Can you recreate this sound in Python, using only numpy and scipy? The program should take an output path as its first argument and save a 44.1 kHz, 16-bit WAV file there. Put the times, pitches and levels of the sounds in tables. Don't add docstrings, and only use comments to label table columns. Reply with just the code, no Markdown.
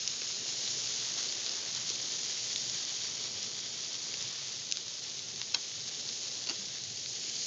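import sys
import numpy as np
from scipy import signal
from scipy.fft import rfft, irfft
from scipy.io import wavfile
from scipy.ndimage import uniform_filter1d, map_coordinates

SR = 44100
rng = np.random.default_rng(int(sys.argv[2]) if len(sys.argv) > 2 else 0)


def decibels_to_gain(level_db):
    exponent = np.asarray(level_db, float) / 20
    return 10 ** exponent


def digitize_waveform(pressure):
    field = np.atleast_2d(pressure).T
    bounded = np.clip(field, -1, 1)
    quanta = np.round(bounded * 32767).astype(np.int16)
    wavfile.write(sys.argv[1], SR, quanta)


N = 329118

# (time [s], level [dB], dull side of the hiss against the bright [dB])
FRYING = [(0.0, -37.5, -0.5), (0.39, -37, -1), (0.7, -35, -1), (1.18, -35.5, 0), (1.66, -37.5, 0.5),
          (2.01, -36.5, -1), (2.66, -35.5, -0.5), (3.57, -39, -0.5), (4.17, -38, 0), (4.82, -40.5, -0.5),
          (5.38, -40.5, -0.5), (6.31, -38.5, -1.5), (6.77, -40.5, -0.5), (7.06, -39.5, -2.5),
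          (7.25, -38, -1.5), (7.46, -37, -2.5)]


def rms_one(x):
    return x / np.sqrt(np.mean(x ** 2) + 1e-20)


def in_time(rows):
    s, *columns = np.transpose(rows)
    return [np.interp(np.arange(N) / SR, s, column) for column in columns]


def at_hz(points, hz):
    point_hz, value = np.array(points).T
    return np.interp(np.log(hz), np.log(point_hz), value)


def colour(x, points, size=8192):
    bin_hz = np.arange(1, size // 2 + 2) * SR / size
    cepstrum = irfft(np.log(decibels_to_gain(at_hz(points, bin_hz))))
    cepstrum[1:size // 2] *= 2
    cepstrum[size // 2 + 1:] = 0
    impulse = irfft(np.exp(rfft(cepstrum)))
    return signal.fftconvolve(x, impulse)[:N]


def drift(rate):
    r = np.exp(-40 * np.pi * rate / SR)
    chance = rng.standard_normal(N // 20 + 3002)
    slow = signal.lfilter([1], [1, -2 * r, r * r], chance)[3000:]
    return np.interp(np.arange(N) / 20, np.arange(len(slow)), rms_one(slow - slow.mean()))


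def ring(clicks, hz, t60):
    r, w = decibels_to_gain(-60 / (t60 * SR)), 2 * np.pi * hz / SR
    return signal.lfilter([0, np.sin(w)], [1, -2 * r * np.cos(w), r * r], clicks + 1e-18)


def vigour():
    level_db = in_time(FRYING)[0]
    return level_db - level_db.mean()


def rumble():
    # (frequency [Hz], density [dB per Hz])
    traffic_band = [(18, -60.5), (30, -37.5), (65, -18.5), (86, -7), (109, 1), (130, 5), (183, 0),
                    (230, -5), (300, -21.5), (510, -120)]
    # (frequency [Hz], density [dB per Hz])
    draught_band = [(120, -31), (200, -15), (231, -0.5), (286, -5), (405, -0.5), (579, -4.5), (900, -11),
                    (1170, -41), (1980, -120)]
    heave_db = 1.9
    traffic, draught = (rms_one(colour(rng.standard_normal(N), band)) for band in (traffic_band, draught_band))
    traffic_db = -61 + heave_db * drift(3.0)
    draught_db = -58 + .5 * vigour() + .5 * heave_db * drift(1.6)
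    return decibels_to_gain(traffic_db) * traffic + decibels_to_gain(draught_db) * draught


def thuds():
    # (time [s], peak [dB], pitch [Hz], t60 [s])
    knocks = [(0.218, -34.5, 433, 0.023), (.77, -42, 432, 0.057), (1.5, -40, 343, 0.028),
              (1.905, -26.5, 430, 0.014), (4.14, -34.5, 450, 0.023), (5.4152, -29, 1000, .006),
              (5.545, -43, 397, 0.042), (5.55, -58, 620, 0.039), (6.495, -47, 265, 0.074),
              (6.507, -40, 342, 0.13), (6.586, -43.5, 194, 0.25), (7.276, -44, 316, 0.072),
              (7.275, -53, 430, 0.053), (7.38, -50, 161, .1)]
    out = np.zeros(N)
    for s, db, hz, t60 in knocks:
        start = round(s * SR)
        t = np.arange(min(round(t60 * SR), N - start)) / SR
        shape = (1 - np.exp(-t * hz * 1.9)) * decibels_to_gain(-60 * t / t60)
        out[start:][:len(t)] += decibels_to_gain(db - 3) * shape * np.sin(2 * np.pi * hz * t)
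    return out


def strike(taps, modes, scratch_db, scratch_s, rattle_db, rattle_s):
    # (frequency [Hz], level [dB])
    scratch_colour = [(200, -19), (1500, -18.5), (4000, 5.5)]
    # (frequency [Hz], level [dB])
    rattle_colour = [(120, -30), (260, -3), (900, -3), (2200, -4), (4500, -12)]
    s, hit_db = np.transpose(taps)
    touch = np.zeros(N)
    touch[np.round(s * SR).astype(int)] = decibels_to_gain(hit_db)
    out = np.zeros(N)
    for k, (hz, db, t60) in enumerate(modes):
        out += (-1) ** k * decibels_to_gain(db - 7) * ring(touch, hz, t60)
    for db, fade_s, shape in ((scratch_db, scratch_s, scratch_colour), (rattle_db, rattle_s, rattle_colour)):
        fade = signal.lfilter([1], [1, -np.exp(-1 / (fade_s * SR))], touch)
        out += decibels_to_gain(db) * colour(fade * rng.standard_normal(N), shape)
    return out


def turner():
    # (time [s], peak [dB])
    free_taps = [
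        (5.5418, -25),
        (5.5452, -13),
    ]
    # (time [s], peak [dB])
    held_taps = [
        (6.471, -24),
        (6.4895, -20),
        (6.4958, -16.5),
        (6.503, -27),
        (6.511, -29),
    ]
    # (frequency [Hz], level [dB], t60 [s])
    free_modes = [(900, -38, .07), (1510, -24, .1), (2130, -24, .05), (2600, -7, .025), (3225, -12, .085),
                  (3990, -1, .035), (4400, -3, .025), (5450, 0, .032), (6400, -8, .02)]
    # (frequency [Hz], level [dB], t60 [s])
    held_modes = [(1520, -26, .07), (2130, -24, .05), (2800, -5, .022), (3900, -13, .015), (4550, 2, .02),
                  (5300, -7, .015), (6500, -4, .012)]
    clink = strike(free_taps, free_modes, scratch_db=-6, scratch_s=.0025, rattle_db=-15.5, rattle_s=.02)
    rattle = strike(held_taps, held_modes, scratch_db=-17, scratch_s=.004, rattle_db=-17, rattle_s=.015)
    return clink + rattle


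def small_drops():
    when, size, pitch, low = rng.random((56, 4)).T
    at = (when * (N - 1)).astype(int)
    db = -24.5 + vigour()[at] - 0.2 * (2 * size - 1)
    low_db = -28.5 + 2.5 * (2 * low - 1)
    return list(zip(at / SR, db, 4400 + 2400 * pitch, low_db))


def spits():
    # (time [s], peak [dB], pitch [Hz], low part [dB])
    big_drops = [(0.0527, -24.5, 5960, -23), (0.0755, -12, 5920, -39), (0.3446, -22.5, 4380, -27),
                 (0.6509, -24, 5700, -21), (0.6759, -21.5, 4370, -16), (0.2168, -30, 3000, -5),
                 (1.3229, -17, 6650, -21), (1.4624, -18.5, 6000, -20), (1.4696, -28, 5550, -16),
                 (1.492, -18, 5220, -24), (1.9001, -17, 6200, -35), (2.0507, -24.5, 6840, -25),
                 (2.5358, -25.5, 6500, -36), (2.5591, -16.5, 3860, -23), (2.6966, -17.5, 6100, -29),
                 (3.4281, -22, 5600, -35), (4.1394, -21, 5260, -15), (4.2068, -22.5, 3620, -24),
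                 (4.2243, -21.5, 5920, -28), (4.7127, -16.5, 6200, -26), (4.722, -21, 4300, -17),
                 (4.722, -11.5, 6960, -29), (4.7566, -29, 4180, -18), (4.7698, -20.5, 4930, -14),
                 (4.8803, -23.5, 5760, -29), (5.1911, -23.5, 3920, -25), (5.3588, -21.5, 6000, -33),
                 (5.4148, -17.5, 5370, -15), (6.8364, -23, 6090, -31), (7.0589, -24, 4600, -12.5)]
    drops = big_drops + small_drops()
    out, t = np.zeros(N + 900), np.arange(800) / SR
    treble = signal.butter(2, [3700, 9500], "band", fs=SR, output="sos")
    low = signal.butter(3, [1400, 3600], "band", fs=SR, output="sos")
    for (s, db, hz, low_db), noise in zip(drops, rng.standard_normal((len(drops), 800))):
        splash = .32 * noise * np.exp(-t / .0009) + .12 * noise[::-1] * np.exp(-t / .003)
        crack = (t == 0) * 2 + splash
        tone = .45 * np.sin(2 * np.pi * hz * t) * np.exp(-t * hz / 3)
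        bright = signal.sosfilt(treble, crack + tone)
        dull = signal.sosfilt(low, crack)
        drop = bright / np.abs(uniform_filter1d(bright, 3)).max()
        drop = drop - decibels_to_gain(low_db + 5) * dull / np.abs(dull).max()
        out[round(s * SR) + 45:][:800] += decibels_to_gain(db - 1.5) * drop
    return out[:N]


def bursts(per_s, spread_db, clump_db, cycles):
    sizes = decibels_to_gain(spread_db * np.minimum(rng.exponential(1, N), 4.5)) * rng.choice([-1, 1], N)
    surge = drift(14)
    surge = surge - uniform_filter1d(surge, size=SR // 5)
    clumps = decibels_to_gain(clump_db * (surge + .7 * drift(70)))
    born = rng.random(N) < per_s * clumps / SR
    pitches = np.geomspace(1000, 8000, 14)
    dealt = rng.integers(0, len(pitches), N)
    rings = (ring(sizes * born * (dealt == k), hz, cycles / hz) for k, hz in enumerate(pitches))
    return rms_one(colour(sum(rings), [(600, -2.5), (2000, 0.0), (8000, 5.5)]))


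def by_band(x, gains):
    centre_hz = [1200, 2600, 4200, 6000]
    spectrum, hz = rfft(x), np.maximum(np.arange(N // 2 + 1), 1) * SR / N
    shares = (at_hz(list(zip(centre_hz, row)), hz) for row in np.eye(len(centre_hz)))
    return sum(g * irfft(spectrum * share, N) for g, share in zip(gains, shares))


def sizzle():
    # (frequency [Hz], density [dB per Hz])
    surface_colour = [(350, -41.5), (600, -19), (1000, -18.5), (1400, -17.5), (2000, -11.5), (2500, -10.5),
                      (3200, -2.5), (3800, -0.5), (4600, 2), (5500, 2.5), (6600, 4), (7000, 2)]
    follows_vigour = [0.99, .95, .95, 1.14]
    follows_dull = [2.4, .5, .1, -0.65]
    dull_db = in_time(FRYING)[1]
    dull_swing = dull_db - dull_db.mean()
    band_db = [v * vigour() + d * dull_swing + 0.18 * drift(2.0) for v, d in zip(follows_vigour, follows_dull)]
    burst_share = np.clip(0.49 + 0.12 * drift(1.5), 0, 1)
    steam = rng.standard_normal(N) * decibels_to_gain(0.14 * drift(12))
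    bubbles = bursts(per_s=5000, spread_db=2.0, clump_db=2.2, cycles=3.1)
    fizz = colour(np.sqrt(burst_share) * bubbles + np.sqrt(1 - burst_share) * steam, surface_colour)
    return decibels_to_gain(-34) * by_band(rms_one(fizz), [decibels_to_gain(db) for db in band_db])


def pan_bounce(x):
    # (time [s], extra path [ms], strength [0-1])
    bounce_path = [
        (0, .757, 0.19),
        (.9, 0.713, 0.03),
        (2, .85, 0),
        (3.4, .89, 0.12),
        (4.6, 0.812, 0.07),
        (6.3, 0.772, 0.08),
        (6.9, .435, 0.06),
        (7.46, .435, 0.18),
    ]
    lag_ms, strength = in_time(bounce_path)
    late = map_coordinates(x, [np.arange(N) - lag_ms * SR / 1000], order=3)
    return x + strength * late


def scene():
    frying = pan_bounce(sizzle() + spits())
    return (frying + turner() + thuds() + rumble())[None]


def top_cut(x):
    return signal.sosfilt(signal.butter(12, 9110, fs=SR, output="sos"), x)


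def record(dry):
    # (frequency [Hz], level [dB])
    mic_path = [(20, -30), (60, -3), (100, 0), (6800, 0), (7000, -3.5), (7300, -11.5), (7600, -22),
                (7900, -32), (8100, -40), (8400, -54), (20000, -90)]
    # (frequency [Hz], level [dB])
    image_path = [(20, -90), (7700, -30), (7950, 0), (8100, -3.5), (8400, -11), (8700, -23), (9000, -37),
                  (9300, -50), (20000, -120)]
    capture_hz = 16000
    band = colour(dry[0], mic_path)
    carrier = 2 * np.cos(2 * np.pi * capture_hz * np.arange(N) / SR)
    mirror = colour(band * carrier, image_path)
    return top_cut((band + mirror)[None])


dry = scene()
out = record(dry)
digitize_waveform(out)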